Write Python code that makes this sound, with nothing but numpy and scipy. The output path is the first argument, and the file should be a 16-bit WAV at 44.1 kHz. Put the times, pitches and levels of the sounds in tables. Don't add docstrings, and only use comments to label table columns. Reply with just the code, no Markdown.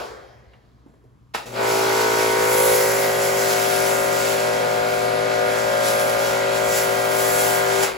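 import sys
import numpy as np
from scipy import signal
from scipy.fft import rfft, irfft
from scipy.io import wavfile
from scipy.ndimage import uniform_filter1d

SR = 44100
rng = np.random.default_rng(int(sys.argv[2]) if len(sys.argv) > 2 else 0)


def bounce(signal):
    frames = np.transpose(np.atleast_2d(signal))
    limited = np.clip(frames, -1, 1)
    pcm = np.round(limited * 32767).astype(np.int16)
    wavfile.write(sys.argv[1], SR, pcm)


N = 351477
T = np.arange(N) / SR
FREQ = np.maximum(np.arange(N // 2 + 1) * SR / N, 1)
MOTOR_ON_S, LOADED_S, CUT_S = 1.457, 1.517, 7.835

# (frequency [Hz], t60 [s])
ROOM_T60 = [(200, 1.04), (1000, 0.54), (4000, 0.79), (5500, 0.62), (12000, 0.39)]
# (time [s], hiss [dB], brightness [dB])
JET_MOVES = [(1.75, -25, -3.5), (1.9, -25.5, -6.5), (2.38, -25.5, -4), (2.5, -24, -0.5), (2.68, -23.5, 0.5),
             (2.85, -23, 1.5), (3.16, -28, -3), (3.3, -25.5, -2.5), (3.93, -24.5, -3), (4.02, -28.5, -0.5),
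             (4.22, -26, -3.5), (4.57, -31, -6.5), (4.94, -32, -3), (5.3, -33, -10), (5.6, -30.5, -5.5),
             (6.1, -28.5, -3.5), (6.5, -30.5, -8), (6.68, -32, -1.5), (7.02, -28.5, -1.5),
             (7.33, -23.5, 0.5), (7.6, -24.5, -1.5), (7.72, -27, -5), (7.82, -23.5, -3)]


def undb(db):
    return 10 ** (np.asarray(db) / 20)


def ramp(start_s, takes_s):
    return np.clip((T - start_s) / takes_s, 0, 1)


def curves(table):
    times, *columns = np.transpose(table)
    return [np.interp(T, times, column) for column in columns]


def over_hz(table, hz=FREQ):
    freqs, values = np.transpose(table)
    return np.interp(np.log(hz), np.log(np.maximum(freqs, 1)), values)


def rms(x):
    return np.sqrt(np.mean(x ** 2))


def bandpass(x, low_hz, high_hz):
    return signal.sosfilt(signal.butter(2, [low_hz, high_hz], "band", fs=SR, output="sos"), x)


def walk(rate_hz):
    hold = int(SR / rate_hz)
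    levels = np.repeat(rng.standard_normal(N // hold + 1), hold)
    return 1.38 * uniform_filter1d(uniform_filter1d(levels, hold), hold)[:N]


def bands(noise, colour, flicker_db, rate_hz, octaves=1):
    spectrum = rfft(noise) * undb(over_hz(colour))
    norm = rms(irfft(spectrum, N))
    low_hz, high_hz = colour[0][0], colour[-1][0]
    layers = []
    for hz in low_hz * 2. ** np.arange(0, np.log2(high_hz / low_hz) + 1, octaves):
        share = np.cos(np.pi / 2 * np.clip(np.log2(FREQ / hz) / octaves, -1, 1)) ** 2
        layers.append((hz, undb(flicker_db * walk(rate_hz)) * irfft(spectrum * share, N) / norm))
    return layers


def dying_echo():
    # (frequency [Hz], level per Hz [dB])
    colour = [(150, -19), (300, -16.5), (380, -2), (620, -2), (1000, -5.5), (1600, -9.5), (2200, -16),
              (2700, -24), (3500, -22), (5000, -20.5), (7000, -27.5), (11000, -29.5), (16000, -36)]
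    whistle_hz = 3230
    layers = bands(rng.standard_normal((2, N)), colour, flicker_db=2, rate_hz=14.1, octaves=0.522)
    whistle = undb(-24 + 4.7 * walk(9.5)) * np.sin(2 * np.pi * whistle_hz * T + 1.4 * walk(70.5))
    out = 0
    for hz, layer in layers + [(whistle_hz, whistle)]:
        decay_db = -60 * T / over_hz(ROOM_T60, hz)
        near, beyond = undb(decay_db), undb(-13 + decay_db / 3.2)
        out += layer * (near + beyond)
    return undb(-30.5) * out


def distant_traffic():
    # (frequency [Hz], level per Hz [dB])
    colour = [(15, -33), (25, -44), (58, 8.5), (92, -7), (123, 7), (149, -8.5), (286, -10), (590, -29),
              (1080, -19), (2000, -33), (4000, -41), (8000, -54), (10400, -89), (17600, -120)]
    machine = undb(-62 + 2.3 * walk(9)) * np.sin(2 * np.pi * 120 * T + 0.6 * walk(8))
    rumble = bands(rng.standard_normal((2, N)), colour, flicker_db=1.5, rate_hz=8)
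    return machine + undb(-53) * sum(band for _, band in rumble)


def footsteps():
    # (time [s], level [dB], knock [Hz], scuff [dB], scuff top [Hz])
    footfalls = [(.533, -53, 2830, 0, 2500), (.861, -36, 282, -19, 1000), (.893, -45, 200, -9, 800),
                 (.937, -46, 420, -11, 1000), (1.04, -44, 437, -11.5, 700)]
    t, out = T[:SR // 5], np.zeros(N)
    for start_s, db, knock_hz, scuff_db, scuff_hz in footfalls:
        knock = np.sin(2 * np.pi * knock_hz * t) * np.exp(-t / 0.0067) * np.minimum(t / 0.002, 1)
        scuff = bandpass(rng.standard_normal(len(t)), scuff_hz / 3, 0.99 * scuff_hz)
        scuff *= np.exp(-t / 0.016) * np.minimum(t / 0.004, 1) / rms(scuff)
        grains = rng.standard_normal(len(t)) * undb(4 * rng.exponential(size=len(t)))
        grit = bandpass(grains, 3000, 12000)
        grit *= undb(-19) * np.exp(-t / 0.027) / rms(grit)
        at = int(start_s * SR)
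        out[at:at + len(t)] += undb(db) * (knock + undb(scuff_db) * (scuff + grit))
    return out


def yard_reverb(x):
    flat = [(60, 0), (16000, 0)]
    layers = bands(rng.standard_normal((2, N)), flat, flicker_db=0, rate_hz=5)
    tail = sum(band * undb(-60 * T / over_hz(ROOM_T60, hz)) for hz, band in layers)
    tail = tail * (T > 0.008) / np.sqrt(np.sum(tail ** 2) / 2)
    return signal.fftconvolve(x[None], tail[:, :2 * SR])[:, :N]


def trigger():
    # (time [s], level [dB])
    hits = [(1.347, -15.5), (7.833, -21)]
    # (frequency [Hz], level [dB], t60 [s])
    modes = [(466, -8, 0.03), (865, 10.5, 0.03), (1270, 7, 0.027), (1800, -5, 0.017), (2600, -1, 0.03),
             (3830, 1, 0.016), (5040, 1, 0.014)]
    snap_delay_s = 0.0045
    t, out = T[:SR // 5], np.zeros(N)
    body = sum(undb(db - 60 * t / t60) * np.sin(2 * np.pi * hz * t) for hz, db, t60 in modes)
    for start_s, db in hits:
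        ticks = rng.standard_normal(len(t)) * np.exp(-t / 0.005)
        knock = signal.fftconvolve(ticks, body)[:len(t)]
        snap = 8.3 * np.roll(np.diff(ticks, prepend=0), int(snap_delay_s * SR))
        clack = bandpass(knock + snap, 300, 9000)
        at = int(start_s * SR)
        out[at:at + len(t)] += (undb(db) * clack / np.abs(clack).max())[:N - at]
    return out


def surge_gain(layer):
    # (time [s], t60 [s], housing boom [dB], valve rattle [dB], hiss [dB])
    surges = [(1.348, 0.31, -31, -24, -34.5), (1.468, 0.25, -38, -50.5, -45),
              (7.834, 0.28, -23.5, -21, -21), (7.875, 0.67, -26, -29.5, -51)]
    column, attack_s = ["boom", "rattle", "hiss"].index(layer), 0.011
    gain = 0
    for peak_s, t60, *levels_db in surges:
        decay_db = -60 * np.maximum(T - peak_s, 0) / t60
        gain += ramp(peak_s - attack_s, attack_s) * undb(levels_db[column] + decay_db)
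    return gain


def pumping_gain(build_s, from_db, release_t60_s=0.22):
    build_db = from_db * (1 - ramp(LOADED_S, build_s))
    release_db = -60 * np.maximum(T - CUT_S, 0) / release_t60_s
    return (T > MOTOR_ON_S) * undb(build_db + release_db)


def valve_rattle(turn):
    # (frequency [Hz], level per Hz [dB])
    colour = [(40, -15.5), (100, -19), (200, -7.5), (300, -10), (400, -5.5), (520, 2), (700, -2.5),
              (1150, -5), (1450, -1), (1750, -11), (2200, -6), (2700, -10), (3300, -13.5), (5000, -14.5),
              (8000, -66)]
    puff = 1 + (T > MOTOR_ON_S) * (0.13 * np.cos(turn - 0.6) + 0.17 * np.cos(3 * turn))
    hiss_db = curves(JET_MOVES)[0]
    shade = undb(0.34 * (hiss_db - hiss_db.max()))
    boom = np.hypot(surge_gain("boom"), undb(-27.5) * pumping_gain(build_s=0.049, from_db=-9))
    upper = np.hypot(surge_gain("rattle"), undb(-27) * shade * pumping_gain(build_s=0.049, from_db=-19))
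    layers = bands(puff * rng.standard_normal((2, N)), colour, flicker_db=1, rate_hz=7, octaves=0.485)
    return sum(band * (boom if hz < 700 else upper) for hz, band in layers)


def foam_jet():
    # (frequency [Hz], level per Hz [dB])
    colour = [(1000, -28), (2000, -1), (3200, -6), (4500, -3.5), (6000, -1), (8000, 0.5), (12000, 0),
              (16000, -3.5)]
    # (time [s], boost [dB], length [s])
    splashes = [(2.03, 2, .06), (2.211, 1.5, 0.073), (3.23, 2, 0.048), (3.508, 2, 0.066), (4.296, 1, 0.13),
                (5.597, 2.5, 0.046), (5.886, 6, 0.12), (6.012, 3.5, 0.052), (6.274, 5, 0.084),
                (6.572, 4.5, 0.072), (6.763, 9, 0.18), (7.058, 0.5, 0.031)]
    hiss_db, bright_db = curves(JET_MOVES)
    splash_db = sum(db * np.exp(-((T - at_s) / (length / 2)) ** 2) for at_s, db, length in splashes)
    spray = undb(hiss_db + 0.87 * walk(26) + splash_db) * pumping_gain(build_s=0.18, from_db=-20.5)
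    fizz = undb(-75.5)
    gain = fizz + np.hypot(surge_gain("hiss"), spray)
    bubbles = rng.standard_normal((2, N)) * undb(2 * rng.exponential(size=(2, N)))
    layers = bands(bubbles, colour, flicker_db=0.98, rate_hz=9, octaves=0.48)
    return gain * sum(undb(bright_db * np.clip(np.log2(hz / 6000), -0.5, 1.2)) * band
                      for hz, band in layers)


def motor_hum():
    # (frequency [Hz], level [dB])
    partials = [(120, 0), (240, -6), (360, -11)]
    inrush_db = 2.5 * ramp(MOTOR_ON_S + 0.015, 0.01) * (1 - ramp(LOADED_S, 0.08))
    tone = sum(undb(db + 0.22 * walk(4) + (hz > partials[0][0]) * inrush_db) * np.sin(2 * np.pi * hz * T)
               for hz, db in partials)
    level_db = -42 - 9 * (1 - ramp(MOTOR_ON_S, 0.09)) - 224 * np.maximum(T - CUT_S, 0)
    pan_db = np.array([[1], [-1]])
    return np.sqrt(2) * tone * undb(level_db + pan_db) * (T > MOTOR_ON_S)


def pump_drone(turn):
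    # (order, then for each of three places: left [dB], right [dB], left lead [rad])
    orders = [(3, -55, -52.5, 0, -46, -47, -0.5, -44.5, -46.5, 0.05),
              (4, -49, -52, 1, -51, -51, -1, -49, -50.5, 0.5),
              (5, -39, -46, -1, -42, -65.5, 2.5, -42.5, -47.5, 1),
              (6, -37.5, -40, 0.5, -46, -47, 1.5, -54, -53, 0.1),
              (7, -28, -27, 0.5, -25.5, -27, -0.6, -24.5, -39.5, -1),
              (8, -28, -29.5, 0.85, -30, -48, 1.6, -34.5, -36.5, 3),
              (9, -34.5, -30, 0, -27, -32.5, 0.5, -27.5, -30, 1.66),
              (10, -33.5, -47, 2.5, -29, -27.5, 1.5, -28.5, -31, 1.09),
              (11, -29.5, -32.5, -2.5, -32.5, -30, 1.5, -27, -28.5, 1.44),
              (12, -29, -38, 1, -34, -32, 3, -43, -46, 3.0),
              (13, -32, -32.5, -2.5, -41, -29.5, 0.5, -26.5, -43.5, 2),
              (14, -31.5, -49, 0.5, -39, -41, 0, -36, -47, 3.0),
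              (15, -38, -34.5, -0.5, -37, -37, -2.5, -42, -44, 0.34),
              (16, -35, -49, 2, -36.0, -41, 0.7, -38.5, -43.5, 1.5),
              (17, -29.5, -28.5, 0, -40.5, -38, -1.5, -38.0, -43, 1),
              (18, -36, -43, -0.5, -39, -53.0, -3.5, -52, -39.5, -2.5),
              (19, -35.5, -48, 1, -41, -38, 0, -39, -39.5, 1.83),
              (20, -38, -42, 0.5, -37, -55, 3, -48.5, -66.0, 4),
              (21, -39.5, -37, 0.5, -41, -50, 0, -48, -48.5, -0.6),
              (22, -42, -42, 1.4, -40, -44, -0.93, -34.5, -47, 2.0),
              (23, -37.5, -46, -1, -51, -52.5, 4, -56, -51, 2),
              (24, -36, -32.5, 3, -46.0, -43, 1.0, -46, -55, 4.5),
              (25, -38, -38.5, 4.5, -50, -47, -1.24, -41, -34.5, 2.13),
              (26, -45, -35, -1, -42.5, -44, 3, -35.0, -35, 1.84),
              (27, -36, -35.5, 1, -37.5, -39, -5.5, -47, -42.5, -1.5),
              (28, -42, -45, 1.7, -44, -54, -2, -50, -53, 0.5),
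              (29, -45, -38, -1, -40, -34.5, -2, -36, -35.5, 2),
              (30, -47, -50.5, 0, -41, -46, 0, -51, -46, -4.5),
              (31, -42, -42, -4, -48.5, -39, 3.5, -50.5, -41.5, 1.0),
              (32, -42.5, -39.5, -3.0, -47, -47.0, -2, -60, -61, 3.5),
              (33, -47.0, -61.0, -3, -43.0, -52, 0.5, -53, -52.0, -2.5),
              (34, -40, -45, 1, -42, -39, -1, -54, -47.5, -0.5),
              (35, -53.5, -52, -1.5, -38, -44, 0.5, -46.5, -38.5, 1),
              (36, -54, -52, 2, -49, -41, -1, -51, -54, -0.5),
              (37, -41.0, -38, -3.5, -51, -48, 0, -41.5, -42.5, -2.5),
              (38, -45, -40, 1.7, -40, -40, 1.5, -61, -52, -3),
              (39, -52, -48, 0.45, -51.5, -56.0, -1, -48, -50, -1),
              (40, -52, -58.0, -2, -40, -41, 1, -41.5, -47, 0.9),
              (41, -42, -46, 0, -55, -50, 4, -67, -69, 6),
              (43, -52.5, -50, -0.5, -47, -45, 0, -53.5, -54, 0.5),
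              (44, -51, -48.0, -1.5, -56.5, -53.0, 1, -55, -54, 0),
              (48, -56.0, -59.0, -0.1, -49.0, -52, 0, -52, -49, 0.1),
              (55, -58.0, -52.5, 1.1, -54.0, -52.5, -1, -52.5, -54, 0.7),
              (58, -58.0, -64.0, 0.9, -54.5, -61, -2, -51.5, -50.5, 0.8),
              (60, -45, -45, 1.2, -49, -48, 0, -46, -51.5, 2.2)]
    places_s = [2.24, 2.98, 3.69]
    loud_orders = [7, 8, 9, 10, 11, 13]
    # (time [s], level of each [dB])
    swells = [(1.6, 1, -2, 2, 4, 0, 3), (2.1, 1, 0.5, -2, -5, -1, 1), (2.6, 2.5, 2, 3.5, 5.5, 2, -12.5),
              (3.0, 0.5, 0, -1, 1, -1, 0), (3.35, -0.5, -4, -2, 0, -2, 0.5),
              (3.75, 0.5, 3.5, -1.5, -0.5, -2, 3), (4.15, 0.5, 1.5, -3.5, 2, -0.5, -0.5),
              (4.6, -2.5, 1, 1, -0.5, -0.5, 2.5), (5.0, -4.5, -3, -0.5, -6, 0.5, 0.5),
              (5.35, -4, -7, 2, -2.5, 1.5, 2), (5.75, -5.5, -8, 1.5, 3, 1.5, -1.5),
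              (6.15, -3.5, -1, -3, -1, 1, -1), (6.55, 2, -11, -0.5, 0, 0.5, 0.5),
              (6.95, 2.5, -3, -3, 0.5, -1, 1.5), (7.35, 0.5, 0, 3, -2, 2, 1), (7.8, 2, 3, 0, -4, -1.5, 0.5)]
    # (time [s], level [dB])
    whine = [(1.6, -2), (2.2, -0.5), (2.8, 0), (3.4, -1), (3.9, 1), (4.5, -0.5), (5.1, -2), (5.7, 1),
             (6.2, 1), (7.0, 1.5), (7.8, 1.5)]
    whine_from_order, ring_order, ring_width = 14, 11.15, 3.33
    light_db = -22 * (1 - ramp(LOADED_S, 0.09))
    coast_db = -9 * ramp(CUT_S + 0.011, 0.026) - 40 * np.maximum(T - CUT_S, 0)
    crossfades = np.array([np.interp(T, places_s, place) for place in np.eye(len(places_s))])
    near = 1 - ramp(places_s[0], places_s[-1] - places_s[0])
    whine_db, swells_db = curves(whine)[0], dict(zip(loud_orders, curves(swells)))
    out = 0
    for order, *by_place in orders:
        left_db, right_db, lead = np.reshape(by_place, (len(places_s), -1)).T
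        size = np.sqrt(undb([left_db, right_db]) ** 2 @ crossfades)
        phasor = size * np.exp(0.5j * np.outer([1, -1], np.unwrap(lead) @ crossfades))
        phasor *= np.exp(-1j * near * np.angle(phasor.sum(axis=0)))
        swell = undb(swells_db.get(order, whine_db * (order >= whine_from_order)) + 1.1 * walk(2.59))
        depth, rate_hz = (1 + 0.77 * near) * (0.085 + 0.0051 * order), 8 + 0.3 * order
        tremble = 1 + depth * np.array([walk(rate_hz) + 1j * walk(rate_hz) for _ in range(2)])
        scatter = 0.013 * order ** 2 * rng.standard_normal()
        drag = 3.01 * np.arctan((order - ring_order) / ring_width)
        phase = order * turn + (scatter - drag) * (1 - 0.52 * near)
        out += np.real(swell * tremble * phasor * np.exp(1j * phase))
    return np.sqrt(2) * out * undb(light_db + coast_db - 0.07) * ramp(MOTOR_ON_S + 0.012, 0.02)


def stereo_image(pair):
    # (frequency [Hz], likeness [0-1])
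    likeness = [(30, .99), (140, .98), (200, .8), (500, .5), (1400, .4), (3000, .6), (6000, .55),
                (7500, .89), (16000, .87)]
    # (frequency [Hz], left minus right [dB])
    tilt = [(60, 1), (110, 0), (200, 2.5), (380, 0), (700, 5), (1290, -1.5), (2380, 0), (4400, 0),
            (8120, 1), (15000, 0.5)]
    # (frequency [Hz], left lead [rad])
    lead = [(0, 0), (950, 1.1), (1380, 2.1), (1890, 0.2), (3270, 0.5), (7490, -0.1), (8350, -2.8),
            (9560, -3.3), (10400, -6.1), (11600, -6.3), (12500, -9.2), (13700, -9.4), (14600, -12.5),
            (16500, -12.6)]
    left, other = rfft(pair)
    alike, pan = over_hz(likeness), undb(over_hz(tilt) / 2)
    right = (alike * left + np.sqrt(1 - alike ** 2) * other) * np.exp(-1j * over_hz(lead))
    return irfft([left * pan, right / pan], N)


def scene():
    # (time [s], speed [turns/s])
    shaft = [(1.44, 52.5), (1.55, 55.4), (1.6, 55.9), (1.75, 55.3), (2.5, 55.27), (3.3, 55.36),
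             (7.84, 55.36), (7.97, 54)]
    turn = 2 * np.pi * np.cumsum(curves(shaft)[0]) / SR
    clacks, feet = trigger(), footsteps()
    field = dying_echo() + valve_rattle(turn) + foam_jet() + distant_traffic() + clacks + feet
    reverb = yard_reverb(undb(-1.5) * clacks + undb(-6.5) * feet)
    return stereo_image(field + reverb) + pump_drone(turn) + motor_hum()


def record(dry):
    return signal.sosfilt(signal.ellip(10, 0.2, 80, 15750, fs=SR, output="sos"), dry)


dry = scene()
out = record(dry)
bounce(out)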